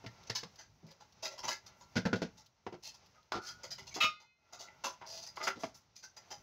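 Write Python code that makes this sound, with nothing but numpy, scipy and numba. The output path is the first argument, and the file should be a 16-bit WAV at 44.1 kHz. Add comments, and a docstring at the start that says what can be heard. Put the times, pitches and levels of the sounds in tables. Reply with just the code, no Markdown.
"""A wooden spoon knocks and scrapes in a steel pot full of rice, close by in a small kitchen.
Each contact is a short run of micro-slips: knocks ring the belly, wall and bright steel, scrapes only
the wall and steel. A lid clinks, the pot's free rim rings twice and sticky grains tick as they part.
A simmer and room hum waver underneath; hard walls add a short echo to the contacts."""
import sys
import numpy as np
from scipy import signal
from scipy.fft import rfft, irfft
from scipy.io import wavfile
from scipy.ndimage import uniform_filter1d
from numba import njit

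SR = 44100
rng = np.random.default_rng(int(sys.argv[2]) if len(sys.argv) > 2 else 0)


def wav_record(signal):
    """Record a signal, one row per channel, as 16-bit PCM in the file named by sys.argv[1]."""
    frames = np.transpose(np.atleast_2d(signal))
    bounded = np.clip(frames, -1, 1)
    # unit amplitude maps onto the largest positive 16-bit level
    quanta = np.round(bounded * 32767).astype(np.int16)
    wavfile.write(sys.argv[1], SR, quanta)


N = 283122

# Simmer and room noise. Each row: time in seconds, level in dB.
SIMMER_LEVELS = [(0, -61.5), (.5, -64), (.75, -70.5), (1.2, -66), (2.401, -63), (2.552, -76.5), (2.66, -71),
                 (3.0, -67), (3.3, -71), (3.6, -60.5), (4.099, -67.5), (4.35, -81.5), (4.603, -67),
                 (5.599, -65), (5.88, -70.5), (6.1, -70), (6.42, -61.5)]
# Background noise colour. Each row: frequency in Hz, gain in dB.
SIMMER_SPECTRUM = [(20, -41), (40, -4.5), (110, 4), (300, -6.5), (890, -3.5), (1700, -10.5), (3300, -6),
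                   (5900, 13.5), (16000, -0.5)]
# Clearest grain ticks. Each row: start in seconds, level in dB.
RICE_TICKS = [(0.2338, -59.5), (0.5573, -57), (0.8669, -60.5), (0.912, -55.5), (1.1243, -61.5),
              (2.4616, -58.5), (3.0616, -60.5), (3.227, -70)]

# Lid chatter, light lid touches, pot rim strikes.
# Each row: start in seconds, level in dB, contact in seconds.
LID_CLINKS = [(4.0053, -22, 0.041), (4.0405, -35.5, 0.021)]
LID_TOUCHES = [(5.469, -54, 0.015), (5.742, -65, 0.035), (5.958, -68, 0.03)]
RIM_STRIKES = [(3.3204, -36, 0.014), (4.5243, -57.5, 0.12)]
# Lid mode frequencies in Hz.
LID_MODES_HZ = [1232, 1370, 1440, 2087, 2103, 2182, 2446, 2529, 2536, 2605, 2785, 2925, 2953, 3014, 3227,
                3542, 3712, 4115, 4686, 5423, 6600]
# The same modes, in order. Each row: gain in dB, T60 in seconds.
LID_GAINS_DECAYS = [(2, .2), (-8, 0.15), (-28, .55), (-23, .9), (-22, 0.5), (2, 0.1), (1.5, 0.12), (-29, 1),
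                    (-25, .8), (9.5, 0.07), (-15, 0.2), (-8, 0.1), (4.5, 0.07), (-30, 0.55), (5.5, 0.05),
                    (-22.5, 0.5), (-2.5, 0.12), (-26, 0.66), (-20, 0.35), (-8, 0.18), (0, 0.044)]
# Highest lid modes, pot rim modes. Each row: frequency in Hz, gain in dB, T60 in seconds.
LID_TOP_MODES = [(10400, -2, 0.06), (11100, -2, 0.02), (13700, 0, 0.025)]
RIM_MODES = [(1215, 0, 0.4), (1290, -5, 0.7), (1365, 8, 0.2), (1433, -7, 1.2), (1459, -8, 1.2)]

# Pot belly, wall and thin steel resonances. Each row: frequency in Hz, width in Hz, gain in dB.
BELLY_MODES = [(115.5, 22, -4), (190, 50, 0), (458, 30, -3)]
WALL_MODES = [(388.5, 18, -19.5), (637, 65, -11), (869, 104, -7.5), (1080, 450, -17.5), (1362, 25, -15),
              (2005, 83, -14.5), (2683, 26, -22)]
STEEL_MODES = [(4900, 80, 12), (6080, 90, 13), (6700, 70, 6)]
# Bright contact colour. Each row: frequency in Hz, gain in dB.
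BRIGHT_SPECTRUM = [(800, -8), (2000, -3.5), (3500, 0), (5000, 3.5), (7000, -3.5), (16000, -15.5)]
# Top treble within the scrapes. Each row: time in seconds, relative gain in dB.
SCRAPE_TREBLE = [(0, -14), (.9, -22), (1.2, -2), (3.3, 9), (3.6, -3.5), (5.4, 5.5), (5.75, 18), (6.1, -12)]
# Slides over steel. Each row: start in seconds, steel level in dB, wall level in dB,
# steel pitch in Hz, wall pitch in Hz, contact in seconds.
SPOON_SCRAPES = [(0.27, -51.5, -69, 6240, 590, 0.0058), (0.351, -30.5, -46, 4350, 1020, 0.012),
                 (0.5827, -48.5, -55, 4600, 1591, 0.021), (0.869, -59, -60, 5900, 547, 0.047),
                 (1.003, -57.5, -52.5, 4800, 850, 0.011), (1.224, -37.5, -43, 4800, 613, 0.023),
                 (1.253, -35, -42, 4250, 2030, 0.0068), (1.3, -50.5, -49.5, 5350, 600, 0.038),
                 (1.378, -43, -48, 5400, 963, 0.014), (1.43, -37.5, -38.5, 5900, 920, 0.027),
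                 (1.4787, -30.5, -33, 5270, 958, 0.0099), (1.5083, -36, -42, 4800, 2057, 0.012),
                 (1.6626, -49.5, -60, 5740, 1290, 0.008), (1.8034, -56, -54.5, 4420, 965, 0.02),
                 (2.372, -54.5, -61.5, 5430, 870, 0.016), (2.826, -42, -55.5, 4310, 2710, 0.055),
                 (2.9382, -53, -63, 4740, 945, 0.014), (3.14, -71, -61.5, 5050, 1250, 0.039),
                 (3.4133, -48, -51, 5550, 1390, 0.097), (3.458, -41, -57, 4800, 1285, 0.028),
                 (3.633, -42.5, -45.5, 6600, 580, 0.012), (3.706, -37.5, -56.5, 5060, 690, 0.013),
                 (3.7809, -47.5, -48.5, 2890, 2030, 0.013), (3.869, -46, -56.5, 4250, 940, 0.011),
                 (3.9089, -53, -52, 6200, 2254, 0.015), (3.9423, -37, -59, 5230, 790, 0.014),
                 (4.0073, -36, -35, 3340, 1287, 0.036), (4.1992, -60, -61.5, 4300, 897, 0.016),
                 (4.525, -46.5, -51.5, 6700, 730, 0.014), (4.59, -43, -51, 6850, 696, 0.035),
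                 (4.67, -67, -50.5, 5000, 1995, 0.015), (4.839, -34.5, -33.5, 6160, 1000, 0.015),
                 (5.0113, -63.5, -45.5, 4900, 972, 0.018), (5.0578, -43, -51, 4750, 660, 0.14),
                 (5.2234, -43.5, -55, 6240, 690, 0.013), (5.264, -44, -58.5, 6070, 1960, 0.012),
                 (5.357, -49, -57, 4830, 1210, 0.017), (5.401, -51.5, -36.5, 3140, 1253, 0.026),
                 (5.4264, -35, -44.5, 4900, 663, 0.025), (5.471, -34.5, -26, 2750, 1344, 0.0067),
                 (5.502, -49.5, -38.5, 2460, 1370, 0.0061), (5.5915, -47.5, -51, 5950, 640, 0.058),
                 (5.7428, -52, -65.5, 5730, 1090, 0.013), (5.956, -48.5, -83, 4300, 2090, 0.015),
                 (6.028, -46.5, -52.5, 5770, 1526, 0.014), (6.1657, -47, -55.5, 4920, 840, 0.01),
                 (6.305, -42, -46, 5140, 830, 0.014)]
# Leading resonances by spot struck. Each entry: belly pitch in Hz, belly width in Hz, wall pitch in Hz.
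SPOT_RESONANCES = {"rim": (184, 28, 1470), "side": (345, 66, 740), "bottom": (118, 8, 1830),
                   "edge": (267, 66, 670), "rice": (165, 46, 1010), "lip": (71, 71, 1000),
                   "base": (370, 43, 970)}
# Spoon blows. Each row: start in seconds, spot, belly level in dB, wall level in dB,
# steel level in dB, contact in seconds.
SPOON_KNOCKS = [(0.042, "edge", -47.5, -52.5, -61, 0.0063), (0.064, "bottom", -43.5, -46, -47, 0.0042),
                (0.299, "bottom", -39, -41.5, -31.5, 0.005), (0.433, "rice", -44.5, -47, -44, 0.0052),
                (0.829, "rice", -47, -105, -84, 0.04), (1.957, "rim", -28, -36.5, -37.5, 0.026),
                (1.967, "rim", -35, -31, -33.5, 0.0062), (2.054, "rim", -24, -35, -40.5, 0.01),
                (2.131, "rim", -24.5, -27.5, -40.5, 0.0049), (2.158, "rim", -32.5, -74, -45.5, 0.0087),
                (2.22, "rim", -28.5, -41.5, -40.5, 0.0062), (2.667, "side", -36, -39, -54, 0.0048),
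                (2.725, "side", -42.5, -51, -59.5, 0.021), (3.3217, "base", -44, -29.5, -37, 0.0035),
                (3.337, "side", -37, -41, -44.5, 0.038), (3.962, "side", -40, -40.5, -67, 0.017),
                (4.043, "lip", -37, -36, -53, 0.0029), (5.373, "lip", -70, -38, -74, 0.0043),
                (5.559, "edge", -46.5, -72, -58, 0.029), (5.636, "edge", -37.5, -32, -46.5, 0.0048)]
# Treble dip above 6 kHz. Each row: frequency in Hz, gain in dB.
TREBLE_DIP = [(6300, -3.5), (7200, -11.5), (8600, -23), (11000, -13), (16000, -3)]

LEAD_S = 0.0018  # contacts begin this far ahead of their listed start
WALL_WIDTH_HZ_S = 0.74  # width times contact time: short contacts damp the wall


def undb(db):
    """Decibels to amplitude."""
    return 10 ** (np.asarray(db) / 20)


@njit
def bandpass(x, hz, width_hz):
    """State-variable band-pass, gain 1 at the centre."""
    y, band, low = np.empty(len(x)), 0., 0.
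    g, damping = np.tan(np.pi * hz / SR), width_hz / hz
    for i in range(len(x)):
        v = (band + g * (x[i] - low)) / (1 + g * (g + damping))
        band, low = 2 * v - band, low + 2 * g * v
        y[i] = damping * v
    return y


def ring(force, modes, scatter_db):
    """Sum of resonances; each contact point drives them a little differently."""
    offsets_db = scatter_db * rng.standard_normal(len(modes))
    return sum(undb(db + offset_db) * bandpass(force, float(hz), float(width_hz)) / np.sqrt(width_hz)
               for (hz, width_hz, db), offset_db in zip(modes, offsets_db))


def spectrum_db(hz, spectrum):
    """Interpolate (Hz, dB) points over log frequency."""
    points_hz, points_db = np.transpose(spectrum)
    return np.interp(np.log(hz), np.log(points_hz), points_db)


def colour(x, spectrum=((20, 0), (SR, 0)), lo_hz=0., hi_hz=SR):
    """Filter by a spectrum, flat by default, between third-order edges."""
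    hz = np.maximum(np.arange(len(x) // 2 + 1) * SR / len(x), 1.)
    rolloff = np.sqrt((1 + (lo_hz / hz) ** 6) * (1 + (hz / hi_hz) ** 6))
    return irfft(rfft(x) * undb(spectrum_db(hz, spectrum)) / rolloff, len(x))


def waver(rate_hz):
    """Random steps smoothed twice; spread near 1."""
    hold = int(SR / rate_hz)
    steps = np.repeat(rng.standard_normal(N // hold + 1), hold)
    return np.sqrt(2) * uniform_filter1d(uniform_filter1d(steps, hold), hold)[:N]


def slips(contact_s, t60_s, rise_s, spread_db):
    """Force of one contact: uneven micro-slips that swell, hold and die away."""
    t = np.arange(SR // 3) / SR
    swell = 1 - np.exp(-t / rise_s)
    release = undb(-60 * np.maximum(t - contact_s, 0) / t60_s)
    sizes = undb(spread_db * np.repeat(rng.standard_normal(len(t) // 60), 60))
    return swell * release * sizes * rng.standard_normal(len(t)) + 1e-18


def add(out, start_s, x, db):
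    """Mix in x with its loudest 10 ms at db and its end faded."""
    i = int((start_s - LEAD_S) * SR)
    peak_rms = np.sqrt(uniform_filter1d(x ** 2, size=SR // 100).max())
    fade = np.clip(np.linspace(5, -.5, len(x)), 0, 1) ** 2
    out[i:i + len(x)] += (x * fade * undb(db) / peak_rms)[:len(out) - i]


def simmer(hum_db=-2, fizz_db=-10, wall_db=-9):
    """Room hum, mid murmur, treble fizz and the ringing pot wall, each wavering on its own."""
    out = np.zeros(N)
    for db, lo_hz, hi_hz in ((hum_db, 0., 250.), (0., 300., 2500.), (fizz_db, 2800., SR)):
        band = colour(rng.standard_normal(N), SIMMER_SPECTRUM, lo_hz, hi_hz)
        out += band / band.std() * undb(db + 2.2 * waver(rate_hz=17))
    wall = ring(rng.standard_normal(N), WALL_MODES, scatter_db=3.1)
    out += wall / wall.std() * undb(wall_db + 4.4 * waver(rate_hz=7.1))
    return out * undb(np.interp(np.arange(N) / SR, *np.transpose(SIMMER_LEVELS)))


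def rice_ticks(faint_max_db=-74.5, faint_count=22):
    """Sticky grains part: a few clear ticks, fainter ones at random."""
    out = np.zeros(N)
    faint = [(0.031 + 4.1 * when, faint_max_db - 10 * drop)
             for when, drop in rng.random((faint_count, 2))]
    for start_s, db in list(RICE_TICKS) + faint:
        force = slips(contact_s=0.005, t60_s=0.05, rise_s=0.002, spread_db=3.7)
        add(out, start_s, colour(force, BRIGHT_SPECTRUM, lo_hz=3000.), db)
    return out


def chime(events, modes):
    """Lightly damped modes, driven by chatter and left to ring."""
    out = np.zeros(N)
    for start_s, db, contact_s in events:
        force = np.pad(slips(contact_s, t60_s=0.078, rise_s=0.0018, spread_db=1.), (0, SR // 2))
        power = np.abs(rfft(force)) ** 2
        bins_hz = np.arange(len(power)) * SR / len(force)
        levelled = []
        for hz, mode_db, t60_s in modes:
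            width_hz = np.log(1000) / (np.pi * t60_s)
            in_band = np.abs(bins_hz - hz) < 1 + width_hz / 2
            # even out the random drive so each mode gets about its usual share
            drive = np.clip(power[in_band].mean() / power.mean(), .1, 10)
            levelled.append((hz, width_hz, mode_db - 10 * np.log10(width_hz * drive)))
        add(out, start_s, ring(force, levelled, scatter_db=0.34), db)
    return out


def pot_rim():
    """The free rim rings on after a strike."""
    return chime(RIM_STRIKES, RIM_MODES)


def lid():
    """The lid chatters on steel; light touches wake only its highest modes."""
    modes = [(hz, db, t60_s) for hz, (db, t60_s) in zip(LID_MODES_HZ, LID_GAINS_DECAYS)]
    return chime(LID_CLINKS, modes) + chime(LID_TOUCHES, LID_TOP_MODES)


def pot_wall(force, hz, width_hz, body_db):
    """The resonance nearest the contact plus the wall's own; thick steel carries no top."""
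    nearest = bandpass(force, float(hz), width_hz) / np.sqrt(width_hz)
    body = undb(body_db) * ring(force, WALL_MODES, scatter_db=4.)
    return colour(nearest + body, hi_hz=4500.)


def thin_steel(force, lead_hz, treble_db):
    """Narrow modes that change with the contact point, over hiss and gritty treble."""
    crowd = [(hz, 45., spectrum_db(hz, BRIGHT_SPECTRUM)) for hz in rng.uniform(1500., 7500., size=32)]
    treble = colour(colour(force, BRIGHT_SPECTRUM), BRIGHT_SPECTRUM[-2:], lo_hz=7100.)
    grit_modes = [(hz, 110., 0.) for hz in rng.uniform(8000., 15500., size=14)]
    grit = ring(treble, grit_modes, scatter_db=4.)
    tones = ring(force, [(lead_hz, 90., 13.5)] + STEEL_MODES + crowd, scatter_db=5.)
    hiss = colour(force, BRIGHT_SPECTRUM, hi_hz=8000.)
    return tones + undb(-25) * hiss + undb(treble_db) * (undb(-7) * treble + undb(11) * grit)


def spoon_scrapes():
    """Slides ring thin steel and some wall; longer ones swell and die more slowly."""
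    out = np.zeros(N)
    for start_s, steel_db, wall_db, steel_hz, wall_hz, contact_s in SPOON_SCRAPES:
        t60_s = min(0.19, 11.9 * contact_s)
        force = slips(contact_s, t60_s, rise_s=0.004 + 0.12 * contact_s, spread_db=3.)
        treble_db = np.interp(start_s, *np.transpose(SCRAPE_TREBLE))
        add(out, start_s, thin_steel(force, steel_hz, treble_db), steel_db)
        wall_width_hz = max(42., WALL_WIDTH_HZ_S / contact_s)
        add(out, start_s, pot_wall(force, wall_hz, wall_width_hz, body_db=0.5), wall_db)
    return out


def spoon_knocks(hard_contact_s=0.016):
    """Blunt blows: the loaded belly thuds, wall and steel answer; soft wood drives little top treble."""
    out = np.zeros(N)
    for start_s, spot, belly_db, wall_db, steel_db, contact_s in SPOON_KNOCKS:
        belly_hz, belly_width_hz, wall_hz = SPOT_RESONANCES[spot]
        t60_s = min(0.11, 17.4 * contact_s)
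        force = slips(contact_s, t60_s, rise_s=0.067 * contact_s, spread_db=2.1)
        add(out, start_s, colour(force, BRIGHT_SPECTRUM, hi_hz=8800.), steel_db)
        force[int(LEAD_S * SR)] += (hard_contact_s / contact_s) ** 2  # shorter contact, harder crack
        dull_force = colour(force, [(20, 9), (100, -1), (700, -1), (16000, -44)], lo_hz=83.5)
        thud = ring(dull_force, BELLY_MODES + [(belly_hz, belly_width_hz, 8.)], scatter_db=3.)
        add(out, start_s, thud, belly_db)
        wall_width_hz = max(120., WALL_WIDTH_HZ_S / contact_s)
        add(out, start_s, pot_wall(force, wall_hz, wall_width_hz, body_db=0.), wall_db)
    return out


def scene(room_t60_s=0.2, echo_db=-16):
    """Contacts and their short, duller kitchen echo over the simmer; mono."""
    contacts = spoon_knocks() + spoon_scrapes() + lid() + pot_rim() + rice_ticks()
    t = np.arange(SR // 2) / SR
    tail = bandpass(rng.standard_normal(len(t)), hz=530., width_hz=8300.)
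    tail *= undb(-60 * t / room_t60_s) * (t > .006)
    echo = signal.fftconvolve(contacts, tail / np.sqrt(np.sum(tail ** 2)))[:N]
    return (contacts + undb(echo_db) * echo + simmer())[None]


def record(dry, cutoff_hz=15650):
    """A treble dip above 6 kHz, then a steep low-pass."""
    lowpass = signal.ellip(10, .2, 80, cutoff_hz, fs=SR, output="sos")
    return signal.sosfilt(lowpass, colour(dry[0], TREBLE_DIP))[None]


dry = scene()
out = record(dry)
wav_record(out)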